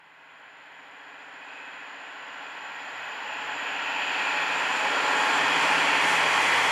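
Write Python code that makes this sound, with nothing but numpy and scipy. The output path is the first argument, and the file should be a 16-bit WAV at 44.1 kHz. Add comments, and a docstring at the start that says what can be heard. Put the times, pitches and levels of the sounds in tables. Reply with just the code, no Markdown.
"""A station platform, microphone 6.5 m from the track, as a diesel express closes in at 55 m/s.
From far down the line the rails sing ahead of it. Rough wheels make the roar, and because their
roughness repeats with every turn they comb its spectrum; narrow wheel tones ring above it.
Close in, the roar fills out, air hiss rises and the engine's drone and throb come through.
The sound ends just before the nose draws level with the microphone."""
import sys
import numpy as np
from scipy import signal
from scipy.fft import rfft, irfft, next_fast_len
from scipy.io import wavfile

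SR = 44100
rng = np.random.default_rng(int(sys.argv[2]) if len(sys.argv) > 2 else 0)


def master(y):
    """Save y as 16-bit WAV."""
    cut = np.clip(np.atleast_2d(y).T, -1, 1)
    pcm = np.round(cut * 32767)  # scale
    wavfile.write(sys.argv[1], SR, pcm.astype(np.int16))


N = 295911
T = np.arange(N) / SR
SPEED_M_S, TRACK_M, PASS_S = 55, 6.5, 6.85  # the nose would draw level at PASS_S, TRACK_M away
SHAFT_HZ = 14.88  # engine shaft rate as heard from far ahead

# Stereo spread at the microphone: (frequency [Hz], side against mid [dB])
STEREO_WIDTH = [(30, -8), (60, -10), (110, -17), (200, -17), (380, -21), (700, -22.5), (1290, -21),
                (2380, -17.5), (4400, -17), (8120, -20.5), (15000, -8)]
# Stereo balance: (frequency [Hz], left against right [dB])
STEREO_LEAN = [(60, 4), (200, 3), (380, 1.5), (700, 0.5), (1290, 0.5), (2380, -1.4), (4400, -0.5),
               (8120, 0.5), (15000, 0.8)]
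# Background hiss: (frequency [Hz], relative level [dB])
BACKGROUND_SPECTRUM = [(30, 6), (100, 17), (1000, 25), (5000, -13), (9000, -2), (15500, -3)]
# Rushing air: (frequency [Hz], relative level [dB])
AIR_SPECTRUM = [(3000, -15), (4500, -0.5), (5800, 6.5), (7600, 7), (8300, 4), (9800, 1.5), (11000, -5),
                (13000, -9.5), (15500, -29)]
# Engine notes: (order [multiple of shaft rate], level before distance gain [dB])
ENGINE_NOTES = [(8, -74.5), (10, -83), (11, -67.5)]
# Brief booms of one engine order: (time [s], duration [s], order [multiple of shaft rate], boost [dB])
ENGINE_BOOMS = [(3.0, 0.16, 8, 14), (3.48, 0.35, 8, 12.5), (3.98, 0.44, 8, 9), (4.0, 0.94, 19, 4),
                (4.55, 0.6, 11, 9), (5.45, 0.23, 8, 16), (5.68, 0.55, 11, 15.5), (6.18, 0.36, 11, 11.5),
                (6.45, 0.96, 8, 15)]
# Exhaust throb: (order [multiple of shaft rate], relative level [dB])
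EXHAUST_ORDERS = [(17, -8.5), (18, -11.5), (19, -4.5), (20, -5.5), (21, -16), (28, -7), (35, -13.5)]
# Rise of the throb over the approach: (time [s], level [dB])
EXHAUST_LEVEL = [(0, -76), (0.7, -71.5), (0.9, -65.5), (1.6, -62), (2.3, -61.5), (3, -64), (3.6, -55.5),
                 (4.6, -50.5), (5.4, -40), (6, -39.5), (6.3, -45.5), (6.71, -45.5)]
# High waves in the rails: (frequency [Hz], width [Hz], relative level [dB])
RAIL_WAVES = [(3840, 50, -6), (4210, 310, -9.5), (4730, 64, -8.5), (4810, 73, -6), (6840, 50, -19),
              (6980, 120, -10), (7140, 115, -6), (7040, 560, -6)]
# Narrow singing tones of the leading wheels, and at 7322 Hz of the rails: # (frequency [Hz], width [Hz], level
# against ROLL_LEVEL [dB], peak time [s], duration [s])
SINGING_TONES = [(850, 7, -10.5, 4.7, 4.4), (887, 8, -14, 5.3, 2.4), (760, 7, -19, 4.4, 2.5),
                 (1082, 8, -16, 5.8, 1.8), (1278, 7, -17, 5.1, 1.2), (1367, 6, -15.5, 4.3, 1.6),
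                 (1385, 7, -15.5, 4.6, 3.6), (1523, 7, -15.5, 1.8, 2.6), (1633, 6, -15.5, 4.8, 2.5),
                 (1668, 7, -14, 3.4, 1.3), (1882, 14, -12, 4, 1.6), (1975, 6, -17.5, 1.2, 3),
                 (2045, 6, -16.5, 1, 2.5), (2492, 9, -16.5, 5.4, 1.4), (2554, 7, -18, 4.4, 2.6),
                 (7322, 14, -25, 4.8, 2.6)]
# Brief swells of single bands in the rolling noise and hiss:
# (time [s], duration [s], frequency [Hz], width [Hz], level against ROLL_LEVEL [dB])
ROAR_SWELLS = [(1.6, 0.37, 2530, 220, -7), (2.2, 0.68, 2800, 450, -12.5), (2.7, 0.24, 1860, 230, -9),
               (3.4, 0.72, 2910, 470, -12), (3.5, 3.6, 13800, 2400, -44), (4.05, .53, 3010, 420, -10),
               (4.1, 1.2, 2515, 400, -4), (4.05, 1, 3440, 450, -22), (4.18, 0.52, 4400, 975, -20.5),
               (4.97, 0.37, 510, 272, -12.5), (5.3, 0.94, 950, 209, -13), (5.87, .45, 2630, 600, -8),
               (6.2, 1, 5800, 300, -31), (6.37, 0.18, 1080, 160, -6), (6.63, 0.16, 1130, 160, -6),
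               (6.6, 1.4, 2050, 520, -6)]
# Peaks and dips that colour the roar: (frequency [Hz], width [Hz], far gain [dB], near gain [dB])
ROAR_BANDS = [(310, 320, -1.5, 0.5), (946, 100, 0, 3), (1229, 111, -5.5, -3.5), (1510, 180, 0.5, -1),
              (1813, 39, -3, 6), (2114, 380, -3, -3.5), (2700, 270, -5.5, -4), (3313, 144, 4.5, 4.5),
              (3680, 580, -4.5, -4), (4600, 250, -1, 3)]
# Thin rail-borne roar from far off: (frequency [Hz], relative level [dB])
FAR_SPECTRUM = [(18, -79), (30, -70), (107, -38), (210, -18.5), (281, -15.5), (329, -15), (673, -6),
                (860, -0.5), (1200, -4), (1350, -2), (1920, 0), (2200, -5), (2570, -3.5), (3680, -16),
                (6300, -39), (8190, -66), (13900, -120)]
# Full airborne roar close by: (frequency [Hz], relative level [dB])
NEAR_SPECTRUM = [(18, -80), (30, -58), (80, -59), (103, -30), (157, -18), (192, -15.5), (287, -18.5),
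                 (329, -11), (673, -4.5), (860, 0), (1200, -1), (2460, -0.5), (3370, -7), (3680, -12),
                 (6300, -25.5), (8190, -48), (13900, -120)]
# Rise of the rolling noise over the approach: (time [s], level [dB])
ROLL_LEVEL = [(0, -55), (0.35, -50.5), (1.15, -46), (1.6, -42.5), (2.3, -41.0), (3, -37.5), (3.7, -33.5),
              (4.25, -29.5), (4.7, -28), (5.3, -24.5), (6.15, -24.0), (6.71, -24)]


def amp(db):
    """Decibels to amplitude."""
    return 10 ** (np.asarray(db) / 20)


def unit_rms(x):
    """Scales to rms 1."""
    return x / np.sqrt(np.mean(abs(x) ** 2) + 1e-30)


def curve(rows):
    """A time table at every sample."""
    return np.interp(T, *np.transpose(rows))


def spectrum_db(rows, hz):
    """A spectrum table read on a log-frequency axis."""
    table_hz, db = np.transpose(rows)
    return np.interp(np.log(hz + 1), np.log(table_hz + 1), db)


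def bell(x, centre, width):
    """A hump of height 1 and the given width at half height."""
    return np.exp2(-np.minimum((2 * (x - centre) / width) ** 2, 40))


def stereo_noise(gain):
    """Two nearly alike channels of noise, rms 1; gain is a function of frequency."""
    size = next_fast_len(N, True)
    hz = np.fft.rfftfreq(size, 1 / SR)
    a, b, c, d = rng.standard_normal((4, len(hz)))
    mid = a + 1j * b
    side = (c + 1j * d) * amp(spectrum_db(STEREO_WIDTH, hz))
    lean = amp(spectrum_db(STEREO_LEAN, hz) / 2)
    channels = np.array([(mid + side) * lean, (mid - side) / lean])
    return unit_rms(irfft(gain(hz) * channels, size)[:, :N])


def flutter(width_hz, count=1024):
    """A slow wander of rms 1."""
    hz = np.fft.rfftfreq(count, T[-1] / count)
    wander = irfft(rfft(rng.standard_normal(count)) * bell(hz, 0, width_hz))
    return np.interp(T, np.linspace(0, T[-1], count), unit_rms(wander))


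def ripple(hz, spacing_hz, count=40):
    """Many small resonances at chance places: a ripple of rms 1 along frequency."""
    spacings = spacing_hz * np.geomspace(1, 8, count)
    grid = np.linspace(0, SR / 2, 4096)
    waves = np.sin(2 * np.pi * (grid[:, None] / spacings + rng.random(count)))
    return np.interp(hz, grid, unit_rms(waves.sum(1)))


def distance():
    """Metres from the microphone to the nose of the train."""
    return np.hypot(SPEED_M_S * (PASS_S - T), TRACK_M)


def nearness(handover_m=130, blend_m=43):
    """Near 0 while only the rails carry the sound, near 1 once the full roar arrives through the air."""
    return 1 / (1 + np.exp((distance() - handover_m) / blend_m))


def doppler_time():
    """The power car's clock as heard from the platform, in seconds: pitch sags as it draws level."""
    ahead_m = SPEED_M_S * (PASS_S - T)
    mach = SPEED_M_S / 343
    pitch_ratio = (1 - mach) / (1 - mach * ahead_m / distance())
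    return np.cumsum(pitch_ratio) / SR


def background(level_db=-48, growth=0.4, waver_db=0.5, waver_hz=9):
    """Faint, slightly wavering hiss that swells more slowly than the roar."""
    gain = amp(level_db + growth * curve(ROLL_LEVEL) + waver_db * flutter(waver_hz))
    return gain * stereo_noise(lambda hz: amp(spectrum_db(BACKGROUND_SPECTRUM, hz)))


def air_hiss(far_db=-36.5, near_boost_db=21, wiry_db=1.8, flicker_db=1.0, flicker_hz=9):
    """Rushing air and wiry wheel hiss carry only at short range; the high hiss flickers slightly."""
    hiss = stereo_noise(lambda hz: amp(spectrum_db(AIR_SPECTRUM, hz) + wiry_db * ripple(hz, 60)))
    level_db = curve(ROLL_LEVEL) + far_db + near_boost_db * nearness() ** 1.3
    return amp(level_db + flicker_db * flutter(flicker_hz)) * hiss


def engine_order(order, waver_rad, waver_hz=6):
    """One wavering multiple of the shaft rate, of rms 1 except where it booms out."""
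    shaft_phase = 2 * np.pi * SHAFT_HZ * doppler_time()
    boom_db = sum(db * bell(T, at, lasting) for at, lasting, k, db in ENGINE_BOOMS if k == order)
    return np.sqrt(2) * amp(boom_db) * np.cos(order * shaft_phase + waver_rad * flutter(waver_hz))


def diesel_drone(reference_m=103, spread_m=50):
    """The firing note and low drone grow as the train nears, levelling off inside spread_m."""
    notes = sum(amp(db) * engine_order(order, waver_rad=0.3) for order, db in ENGINE_NOTES)
    return notes * reference_m / np.hypot(distance(), spread_m)


def exhaust_throb(near_db=-3):
    """Orders locked to the shaft add up to one throb a turn; close by, it softens into a rumble."""
    blur = nearness() ** 2
    throb = sum(amp(db) * engine_order(order, 0.24 + 0.48 * blur) for order, db in EXHAUST_ORDERS)
    return amp(curve(EXHAUST_LEVEL) + near_db * blur) * throb


def rail_whistle(level_db=-70, peak_s=5.26, lasting_s=2.26):
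    """The highest rail wave: a thin whistle that the air hiss covers in the end."""
    band = stereo_noise(lambda hz: bell(hz, 11540, 280))
    return amp(level_db) * np.sqrt(bell(T, peak_s, lasting_s)) * band


def rail_sizzle(level_db=-7.5, growth=1.332, near_db=-9, ripple_db=2.0):
    """High waves run far ahead inside the rails; they outgrow the roar, then fall behind it close by."""
    def bands(hz):
        power = sum((amp(db) * bell(hz, centre, width)) ** 2 for centre, width, db in RAIL_WAVES)
        return amp(ripple_db * ripple(hz, 45)) * np.sqrt(power)

    return amp(level_db + growth * curve(ROLL_LEVEL) + near_db * nearness() ** 2) * stereo_noise(bands)


def singing_tones(steady=0.75, fuzz=0.62):
    """The leading wheels, and at 7.3 kHz the rails, sing narrow fuzzy tones, each standing out for a stretch of
    the approach."""
    clock = doppler_time()
    tones = np.zeros(N)
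    for hz, width, db, at, lasting in SINGING_TONES:
        envelope = amp(db) * bell(T, at, lasting) * (steady + fuzz * flutter(width))
        tones += envelope * np.cos(2 * np.pi * hz * clock)
    return np.sqrt(2) * amp(curve(ROLL_LEVEL)) * tones


def tread_comb(hz, turn_s, memory):
    """Power comb of a tread that repeats part of its roughness on each turn."""
    return (1 - memory ** 2) / (1 + memory ** 2 - 2 * memory * np.cos(2 * np.pi * hz * turn_s))


def treads(hz):
    """Large power-car wheels comb the middle range, smaller coach wheels the range above."""
    large = bell(hz, 1400, 1300) * (tread_comb(hz, turn_s=0.0561, memory=0.62) - 1)
    small = bell(hz, 2900, 1300) * (tread_comb(hz, turn_s=0.04892, memory=0.68) - 1)
    return np.sqrt(1 + 0.4 * large + 0.62 * small)


def wheel_ring(relative_db=-14):
    """The coach wheels ring in one band that grows with the rolling noise."""
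    band = stereo_noise(lambda hz: treads(hz) * bell(hz, 2540, 400))
    return amp(curve(ROLL_LEVEL) + relative_db) * band


def roar_swells():
    """Single bands of the rolling noise and hiss swell briefly, in the centre of the stereo image."""
    size = next_fast_len(N, True)
    hz = np.fft.rfftfreq(size, 1 / SR)
    roar_spectrum = rfft(rng.standard_normal(size)) * np.sqrt(treads(hz))
    swells = np.zeros(N)
    for at, lasting, centre, width, db in ROAR_SWELLS:
        band = unit_rms(irfft(roar_spectrum * bell(hz, centre, width), size)[:N])
        swells += amp(db) * bell(T, at, lasting) * band
    return amp(curve(ROLL_LEVEL)) * swells


def rolling_roar(far_db=0.42, near_db=0.53):
    """Rough wheels roar on the rails; the full near roar takes over from the thin far singing."""
    def far_gain(hz):
        colour_db = sum(db * bell(hz, centre, width) for centre, width, db, _ in ROAR_BANDS)
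        return treads(hz) * amp(spectrum_db(FAR_SPECTRUM, hz) + colour_db)

    def near_gain(hz):
        colour_db = sum(db * bell(hz, centre, width) for centre, width, _, db in ROAR_BANDS)
        return np.sqrt(treads(hz)) * amp(spectrum_db(NEAR_SPECTRUM, hz) + colour_db)

    far = amp(far_db) * np.sqrt(1 - nearness()) * stereo_noise(far_gain)
    near = amp(near_db) * np.sqrt(nearness()) * stereo_noise(near_gain)
    return amp(curve(ROLL_LEVEL)) * (far + near)


def scene():
    """Wheels, rails, air and engine as they reach the platform."""
    wheels = rolling_roar() + roar_swells() + wheel_ring() + singing_tones()
    rails = rail_sizzle() + rail_whistle()
    return wheels + rails + air_hiss() + diesel_drone() + exhaust_throb() + background()


def record(dry):
    """The microphone chain passes nothing much above 15.5 kHz."""
    lowpass = signal.firwin(511, 15500, window=("kaiser", 9), fs=SR)
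    return signal.oaconvolve(dry, lowpass[None], "same")


dry = scene()
out = record(dry)
master(out)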